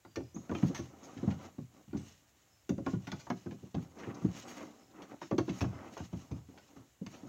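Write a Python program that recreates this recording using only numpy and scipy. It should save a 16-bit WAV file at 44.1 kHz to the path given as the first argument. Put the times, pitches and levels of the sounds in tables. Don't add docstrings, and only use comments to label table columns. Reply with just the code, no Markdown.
import sys
import numpy as np
from scipy import signal
from scipy.fft import rfft, irfft
from scipy.io import wavfile

SR = 44100
rng = np.random.default_rng(int(sys.argv[2]) if len(sys.argv) > 2 else 0)


def bounce(signal):
    frames = np.transpose(np.atleast_2d(signal))
    limited = np.clip(frames, -1, 1)
    pcm = np.round(limited * 32767).astype(np.int16)
    wavfile.write(sys.argv[1], SR, pcm)


N = 321048
TIME = np.arange(N) / SR
RING = np.arange(SR // 2) / SR
BLOW = SR // 25


def amp(db):
    return 10 ** (np.asarray(db) / 20)


def level(x, db, count=None):
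    return x * amp(db) / np.sqrt(np.mean(x[:count] ** 2) + 1e-20)


def add(track, s, x):
    start = max(int(s * SR), 0)
    x = x[:max(N - start, 0)]
    track[start:start + len(x)] += x


def colour(x, points, size=4096):
    hz, db = np.transpose(points)
    bin_hz = np.arange(size // 2 + 1) * SR / size
    gain_db = np.interp(np.log(bin_hz + 1), np.log(hz), db)
    cepstrum = irfft(np.log(amp(gain_db)))
    cepstrum[1:size // 2] *= 2
    cepstrum[size // 2 + 1:] = 0
    impulse = irfft(np.exp(rfft(cepstrum)))
    return signal.fftconvolve(x, impulse)[:len(x)]


def fade(t60):
    return np.exp(-np.log(1000) * RING / t60)


def walk(rate):
    return np.interp(TIME * rate, np.arange(N // 100), rng.standard_normal(N // 100))


def flips(count):
    return rng.choice([-1, 1], count)


def ring(modes, damping, scatter_db, weight=1):
    hz, db, t60 = np.transpose(modes)
    size, detune = rng.standard_normal((2, len(hz)))
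    spot_hz = hz * (1 + 0.015 * detune)
    decays = fade((t60 * damping)[:, None])
    waves = np.sin(2 * np.pi * spot_hz[:, None] * RING) * decays
    return (weight * amp(db + scatter_db * size)) @ waves


def spot(x, depth_db, count=64):
    hz = np.geomspace(500, 9000, count)
    return colour(x, np.transpose([hz, depth_db * rng.standard_normal(count)]))


# (frequency [Hz], relative gain [dB])
GARDEN_SPECTRUM = [(30, -2), (120, 3.5), (280, -22.5), (500, -11.5), (2000, -15.5), (4000, -19),
                   (5200, -22), (7200, -12.5), (8800, -26), (15500, -22)]
GARDEN_DB = -70


def garden():
    air = colour(rng.standard_normal(N), GARDEN_SPECTRUM)
    return level(air, GARDEN_DB) * amp(0.16 * walk(5.9))


# (time of full pressure [s], hold [s], pad rub level [dB], fur and claw hiss level [dB])
SEAT_SLIDES = [(0.417, 0.046, -60, -75), (0.543, 0.2, -52, -59), (0.764, 0.096, -54.5, -60),
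               (0.91, 0.077, -58, -76), (1.032, 0.31, -54.5, -65), (1.414, 0.048, -50, -64.5),
               (1.762, 0.043, -62.5, -95), (1.975, 0.15, -66.5, -63.5), (2.89, 0.039, -59, -61),
               (3.01, 0.38, -65.5, -69), (3.45, 0.23, -66.5, -74), (3.802, 0.049, -57, -70),
               (4, 0.11, -48, -65.5), (4.173, 0.12, -53, -67), (4.365, 0.032, -51.5, -52.5),
               (4.453, 0.093, -51, -59.5), (4.579, 0.042, -46.5, -58), (4.671, 0.03, -55.5, -67),
               (4.756, 0.076, -61.5, -71), (4.963, 0.076, -51.5, -75), (5.114, 0.009, -49, -67.5),
               (5.244, 0.018, -66, -63), (5.515, 0.17, -53, -60), (5.739, 0.15, -49.5, -67.5),
               (5.93, 0.12, -59, -60.5), (6.135, 0.095, -59, -67.5), (6.328, 0.058, -59, -71),
               (6.527, 0.31, -63.5, -74), (7.133, 0.018, -56.5, -61.5), (7.2, 0.08, -57.5, -66.5)]
SLIDE_ATTACK_S, SLIDE_RELEASE_S = 0.038, 0.037
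REST_RUB_DB, REST_HISS_DB = -79, -76


def sliding():
    rub, hiss = amp(REST_RUB_DB) ** 2, amp(REST_HISS_DB) ** 2
    for s, hold, rub_db, hiss_db in SEAT_SLIDES:
        before = np.clip(s - TIME, 0, 1)
        after = np.clip(TIME - s - hold, 0, 1)
        push = np.exp(-before / SLIDE_ATTACK_S - after / SLIDE_RELEASE_S)
        rub = rub + (push * amp(rub_db)) ** 2
        hiss = hiss + (push * amp(hiss_db)) ** 2
    return 10 * np.log10(rub), 10 * np.log10(hiss)


def friction(grain_db, flutter_db, size=64, count=4):
    strength = rng.exponential(size=N // size + 1).clip(0, 5)
    grains_db = grain_db * np.repeat(strength, size)[:N]
    slips = rng.standard_normal((count, N)) * amp(grains_db)
    return sum(spot(run, depth_db=4.0) * amp(flutter_db * walk(35)) for run in slips)


# (frequency [Hz], relative level [dB], t60 before damping [s])
RIM_MODES = [(687.4, -1, 0.17), (748, -13, 0.19), (804.3, 2.5, 0.1), (888, 4.5, 0.06), (957, 4, 0.048),
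             (1063, -9, 0.12), (1142, 2.5, 0.085), (1262, -11, 0.17), (1444, -2, 0.097), (1866, -30, 0.065),
             (2030, -9.5, 0.03)]
# (frequency [Hz], relative gain [dB])
RUB_SPECTRUM = [(60, -14), (200, 8.5), (290, 13), (400, 4), (900, 2.5), (1300, -4), (2000, -17),
                (6000, -51.5)]
# (frequency [Hz], relative gain [dB])
HISS_SPECTRUM = [(1200, -1), (2400, 5), (3300, 1), (4800, -1), (6400, 5.5), (7200, -1.5), (9000, -20.5)]


def rubbing():
    rub_db, hiss_db = sliding()
    drag = friction(grain_db=2.0, flutter_db=4.5)
    shell = ring(RIM_MODES, 0.67, scatter_db=16, weight=flips(len(RIM_MODES)))
    shell_rub = signal.fftconvolve(drag, shell)[:N]
    rub = level(colour(drag, RUB_SPECTRUM), 0.7) + level(shell_rub, -17.0)
    grain = friction(grain_db=3.0, flutter_db=-0.5)
    rasp = level(colour(grain, [(600, -21.5), (1200, -1), (2300, -9.5), (8000, -45.5)]), -7.5)
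    pressure_db = 0.98 * (rub_db - np.max(rub_db))
    hiss = level(colour(friction(grain_db=1.5, flutter_db=5.0), HISS_SPECTRUM), 0)
    return (rub + rasp * amp(pressure_db)) * amp(rub_db) + hiss * amp(hiss_db)


# (time [s], centre pitch [Hz])
FAINT_NOTES = [(.02, 4730), (0.179, 5040), (1.95, 8100), (2.47, 5230), (3.312, 5130), (4.4, 7950),
               (4.77, 5200), (5.68, 5130), (6.26, 5160), (6.521, 5180)]


def faint_notes():
    out = np.zeros(N)
    for s, hz in FAINT_NOTES:
        band = signal.butter(2, [hz - 110, hz + 110], "band", fs=SR, output="sos")
        note = signal.sosfilt(band, rng.standard_normal(len(RING))) * RING ** 2 * fade(0.23)
        add(out, s, level(note, -84.0))
    return out


TICK_LEAD_S, TICK_DB, TICK_BRIGHT_DB, TICK_S = 0.001, -14.5, -3, 0.0043


def ticks():
    return [(s - TICK_LEAD_S, db + clack_db + TICK_DB, TICK_BRIGHT_DB, TICK_S)
            for s, db, _, _, clack_db in PAD_BLOWS]


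# (time [s], level [dB], top treble over low treble [dB], length [s])
CLAW_SCRATCHES = [(0.158, -51.5, 3, 0.0035), (0.55, -51, -9, 0.0055), (0.627, -59, -27, 0.007),
                  (0.747, -48.5, 5, 0.042), (1.031, -63, 13, 0.031), (1.175, -61.5, -4, 0.0076),
                  (1.304, -58.5, -6, 0.019), (1.909, -77.5, -26, 0.0034), (1.969, -64, 2, 0.029),
                  (2.693, -55, 4.5, 0.002), (2.864, -56.5, -34, 0.002), (3.07, -53.5, -3, 0.027),
                  (3.117, -51, -1.5, 0.0042), (3.194, -60.5, 5.5, 0.036), (3.51, -62, -10, 0.013),
                  (3.748, -60.5, -2, 0.0037), (3.986, -59.5, 0, 0.033), (4.035, -55.5, -27, 0.0085),
                  (4.144, -65, 6, 0.017), (5.02, -62, -0.5, 0.021), (5.215, -57.5, -5, 0.029),
                  (5.381, -47.5, 0.5, 0.0068), (5.492, -54, -1.5, 0.014), (5.608, -45.5, -4, 0.014),
                  (5.975, -57.5, 3, 0.023), (6.133, -74, 4, 0.005), (6.314, -66, 1, 0.004),
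                  (6.576, -63, -12, 0.0087), (7.064, -58, 1, 0.0069), (7.139, -61.5, -6, 0.021)]
# (frequency [Hz], relative gain [dB])
CLAW_SPECTRUM = [(600, 7.5), (1200, 4.5), (2300, 4.5), (2800, 3.5), (3300, 0), (4200, -4), (5300, -7.5),
                 (6400, -1.5), (7000, -15.5), (8300, -28.5), (10000, -34), (15500, -30)]


def claws():
    out = np.zeros(N)
    shake = (fade(0.017) + amp(-9) * fade(0.13)) ** 2
    for s, db, bright_db, length in CLAW_SCRATCHES + ticks():
        strength = amp(1.4 * rng.exponential(size=len(RING)).clip(0, 4))
        slips = strength * (rng.random(len(RING)) < .015)
        energy = slips ** 2 * np.exp(-2 * (RING / length) ** 2)
        energy[0] += np.sum(energy) * 0.0022 / length + 1
        envelope = np.sqrt(np.abs(signal.fftconvolve(energy, shake)[:len(RING)]))
        shaking = envelope * rng.standard_normal(len(RING))
        snaps = amp(7) * np.sqrt(energy) * flips(len(RING))
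        tick = spot(colour(shaking + snaps, CLAW_SPECTRUM), depth_db=5.0)
        tick = colour(tick, [(2800, 0.015), (6000, bright_db + 5)])
        add(out, s, level(tick, db + 3, BLOW))
    return out


# (time [s], seat level [dB], pitch of the struck spot [Hz],
# leg boom re seat level [dB], shell clack re seat level [dB])
PAD_BLOWS = [(0.05, -58.5, 305, -5, -1.5), (0.17, -38, 371, -7.5, -17.5), (0.204, -47, 259, -5, -14.5),
             (0.345, -50, 252, -8, -22), (0.361, -42, 207, -7.5, -16), (0.495, -37.5, 248, -9, -12.5),
             (0.514, -38.5, 386, -9, -8), (0.551, -43.5, 250, -11, -10.5), (0.626, -46.5, 235, -10, -4.5),
             (0.631, -24.5, 201, -17, -30), (0.697, -38.5, 260, -15, -26), (0.791, -40.5, 250, -5.5, -18),
             (1.165, -48, 275, -1.5, -23), (1.229, -36, 259, -7, -25.5), (1.276, -27.5, 178, -8.5, -28),
             (1.318, -45.5, 188, -11, -11), (1.583, -43.5, 252, -4, -19), (1.878, -55, 195, -2, -19),
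             (1.931, -40.5, 274, -5.5, -18), (1.949, -36.5, 220, -14, -22.5), (1.995, -47, 192, -7, -21),
             (2.693, -36.5, 320, -5.5, -19), (2.705, -31, 241.5, -25, -48), (2.78, -38.5, 236, -11, -18),
             (2.864, -34.5, 287, -15, -6.5), (2.934, -34, 209, -3.5, -22.5), (3.075, -45, 251, -13, -10.5),
             (3.124, -42, 214, -5.5, -7.5), (3.269, -60.5, 328, 1, 7.5), (3.302, -35, 253, -15.5, -5),
             (3.461, -40.5, 275, -6, -18.5), (3.518, -44.5, 249, -9, -17), (3.629, -50.5, 301, -1, -28),
             (3.745, -34.5, 218, -3, -15), (3.777, -42, 216, -24, -21), (4.072, -41.5, 278, -2.5, -18),
             (4.218, -47.5, 275, -3.5, -13), (4.245, -27, 207, -13, -32.5), (5.217, -48, 275, -30, -0.5),
             (5.312, -36, 448, -9, -9), (5.325, -32.5, 217, -21, -23.5), (5.383, -28.5, 323, -9.5, -12.5),
             (5.48, -37.5, 285, -21, -14.5), (5.496, -35.5, 233, -8.5, -34), (5.612, -36.5, 251, 4.5, -9),
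             (5.641, -36, 228, 2.5, -13), (5.968, -53.5, 443, -12, 3.5), (6.002, -45, 225, 0, -9.5),
             (6.129, -41, 222, -2, -16.5), (6.312, -41.5, 201, 1.5, -20), (6.486, -53.5, 232, -7.5, -20),
             (6.762, -54.5, 292, -5.5, -9.5), (7.014, -40.5, 209, -36, -45), (7.066, -49.5, 213, -1.5, -11),
             (7.233, -48, 240, -8, -25)]
FREE_RING, RING_PER_CLACK_DB = 1.067, 0.0065
PAW_DOWN_S, CHOKED_SHARE = 0.07, 0.88


def blows():
    gaps = np.diff([row[0] for row in PAD_BLOWS], prepend=-1)
    choke = np.where(gaps < PAW_DOWN_S, CHOKED_SHARE, 1)
    return [(*row, (FREE_RING + RING_PER_CLACK_DB * row[-1]) * share)
            for row, share in zip(PAD_BLOWS, choke)]


def rattle(t60, points):
    return level(colour(rng.standard_normal(len(RING)) * fade(t60), points), 0, BLOW)


def swell(seconds):
    return 1 - np.exp(-RING / seconds)


# (frequency [Hz], relative level [dB], t60 before damping [s])
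ROCKING_MODES = [(83.3, -15, 0.35), (103.3, 1, 0.14), (120.5, -5, 0.29)]
# (frequency [Hz], relative level [dB], t60 before damping [s])
PANEL_MODES = [(147, 3.5, 0.14), (170.7, -5.5, 0.23), (189.5, 0, 0.19), (211.2, -3.5, 0.12),
               (240.3, -6.5, 0.17), (271.6, 1, 0.14), (323, -1, 0.14), (344.3, 3.5, 0.1), (379, -9.5, 0.21),
               (436, 7.5, 0.056), (544.5, 3, 0.082), (601, -11.5, 0.16)]


def paws():
    out = np.zeros(N)
    seat_hz = np.transpose(PANEL_MODES)[0]
    for s, db, spot_hz, boom_db, clack_db, damping in blows():
        near_spot = 1 / (1 + (np.log2(seat_hz / spot_hz) / .5) ** 2)
        seat = ring(PANEL_MODES, damping, scatter_db=5.5, weight=near_spot)
        seat = level(seat * swell(0.012), 0, BLOW)
        swings = RING * spot_hz
        thud = np.sin(2 * np.pi * swings) * swings ** 2 * np.exp(-(swings / 1.18) ** 2)
        thud = level(thud, 0, BLOW)
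        thud_db = np.clip(28 * (.76 - damping), -20, 4)
        judder = rattle(.2 * damping, [(70, -30), (spot_hz / 2.07, -3), (spot_hz, 0),
                                       (spot_hz * 2, -12), (1500, -40), (12000, -100)])
        body = seat + amp(thud_db) * thud + amp(-6.5) * judder * swell(0.0014)

        stamp = rattle(.22 * damping, [(45, -43.0), (85, -2.0), (135, 0.5), (300, -24.0), (5000, -110)])
        rocking = level(ring(ROCKING_MODES, damping, scatter_db=1.0), 0, BLOW)
        legs = (rocking + amp(-2.5) * stamp) * swell(0.01)

        contact = 0.00043 + 0.005 * np.clip(-clack_db / 30, 0, 1)
        shell = ring(RIM_MODES, damping, scatter_db=6, weight=flips(len(RIM_MODES)))
        shell = level(shell, 0, BLOW)
        slap = rattle(.08 * damping, [(350, -12), (700, 4.0), (1200, -4.0), (2000, -13),
                                      (4000, -44.0), (10000, -54.5)])
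        clack = (shell + amp(-0.5) * spot(slap, depth_db=4.0)) * swell(contact)

        blow = level(body, db, BLOW)
        blow = blow + level(legs, db + boom_db, BLOW) + level(clack, db + clack_db, BLOW)
        add(out, s, blow)
    return out


def patio(x, wet_db, t60, delay):
    noise = rng.standard_normal(len(RING)) * fade(t60) * (RING > delay)
    tail = colour(noise, [(100, 6.5), (350, -7.5), (1000, -4.5), (6500, 6.5), (12000, -1.0)])
    tail = tail / np.sqrt(np.sum(tail ** 2))
    return x + amp(wet_db) * signal.fftconvolve(x, tail)[:N]


def chirp(start_hz, end_hz, length, scatter_db, t60):
    hz = end_hz + (start_hz - end_hz) * np.exp(-3 * RING / length)
    envelope = np.sin(np.pi * np.minimum(RING / length, 1)) ** 2
    note = np.sin(2 * np.pi * np.cumsum(hz) / SR) * envelope
    scatter = rng.standard_normal(len(RING)) * fade(t60)
    trees = signal.fftconvolve(note, scatter)[:len(RING)]
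    return level(note, 0) + level(trees, scatter_db)


def bird_call():
    out = np.zeros(N)
    call = chirp(start_hz=5100, end_hz=6960, length=0.029, scatter_db=2, t60=0.4)
    add(out, .338, level(call, -58.5, BLOW))
    return out


def scene():
    stool = patio(paws() + claws(), wet_db=-18.0, t60=0.61, delay=0.02)
    return (stool + rubbing() + bird_call() + faint_notes() + garden())[None]


TOP_HZ = 15800


def record(dry):
    bass_cut = signal.butter(4, 54, "high", fs=SR, output="sos")
    top_cut = signal.ellip(10, .2, 70, TOP_HZ, fs=SR, output="sos")
    return signal.sosfilt(top_cut, signal.sosfilt(bass_cut, dry))


dry = scene()
out = record(dry)
bounce(out)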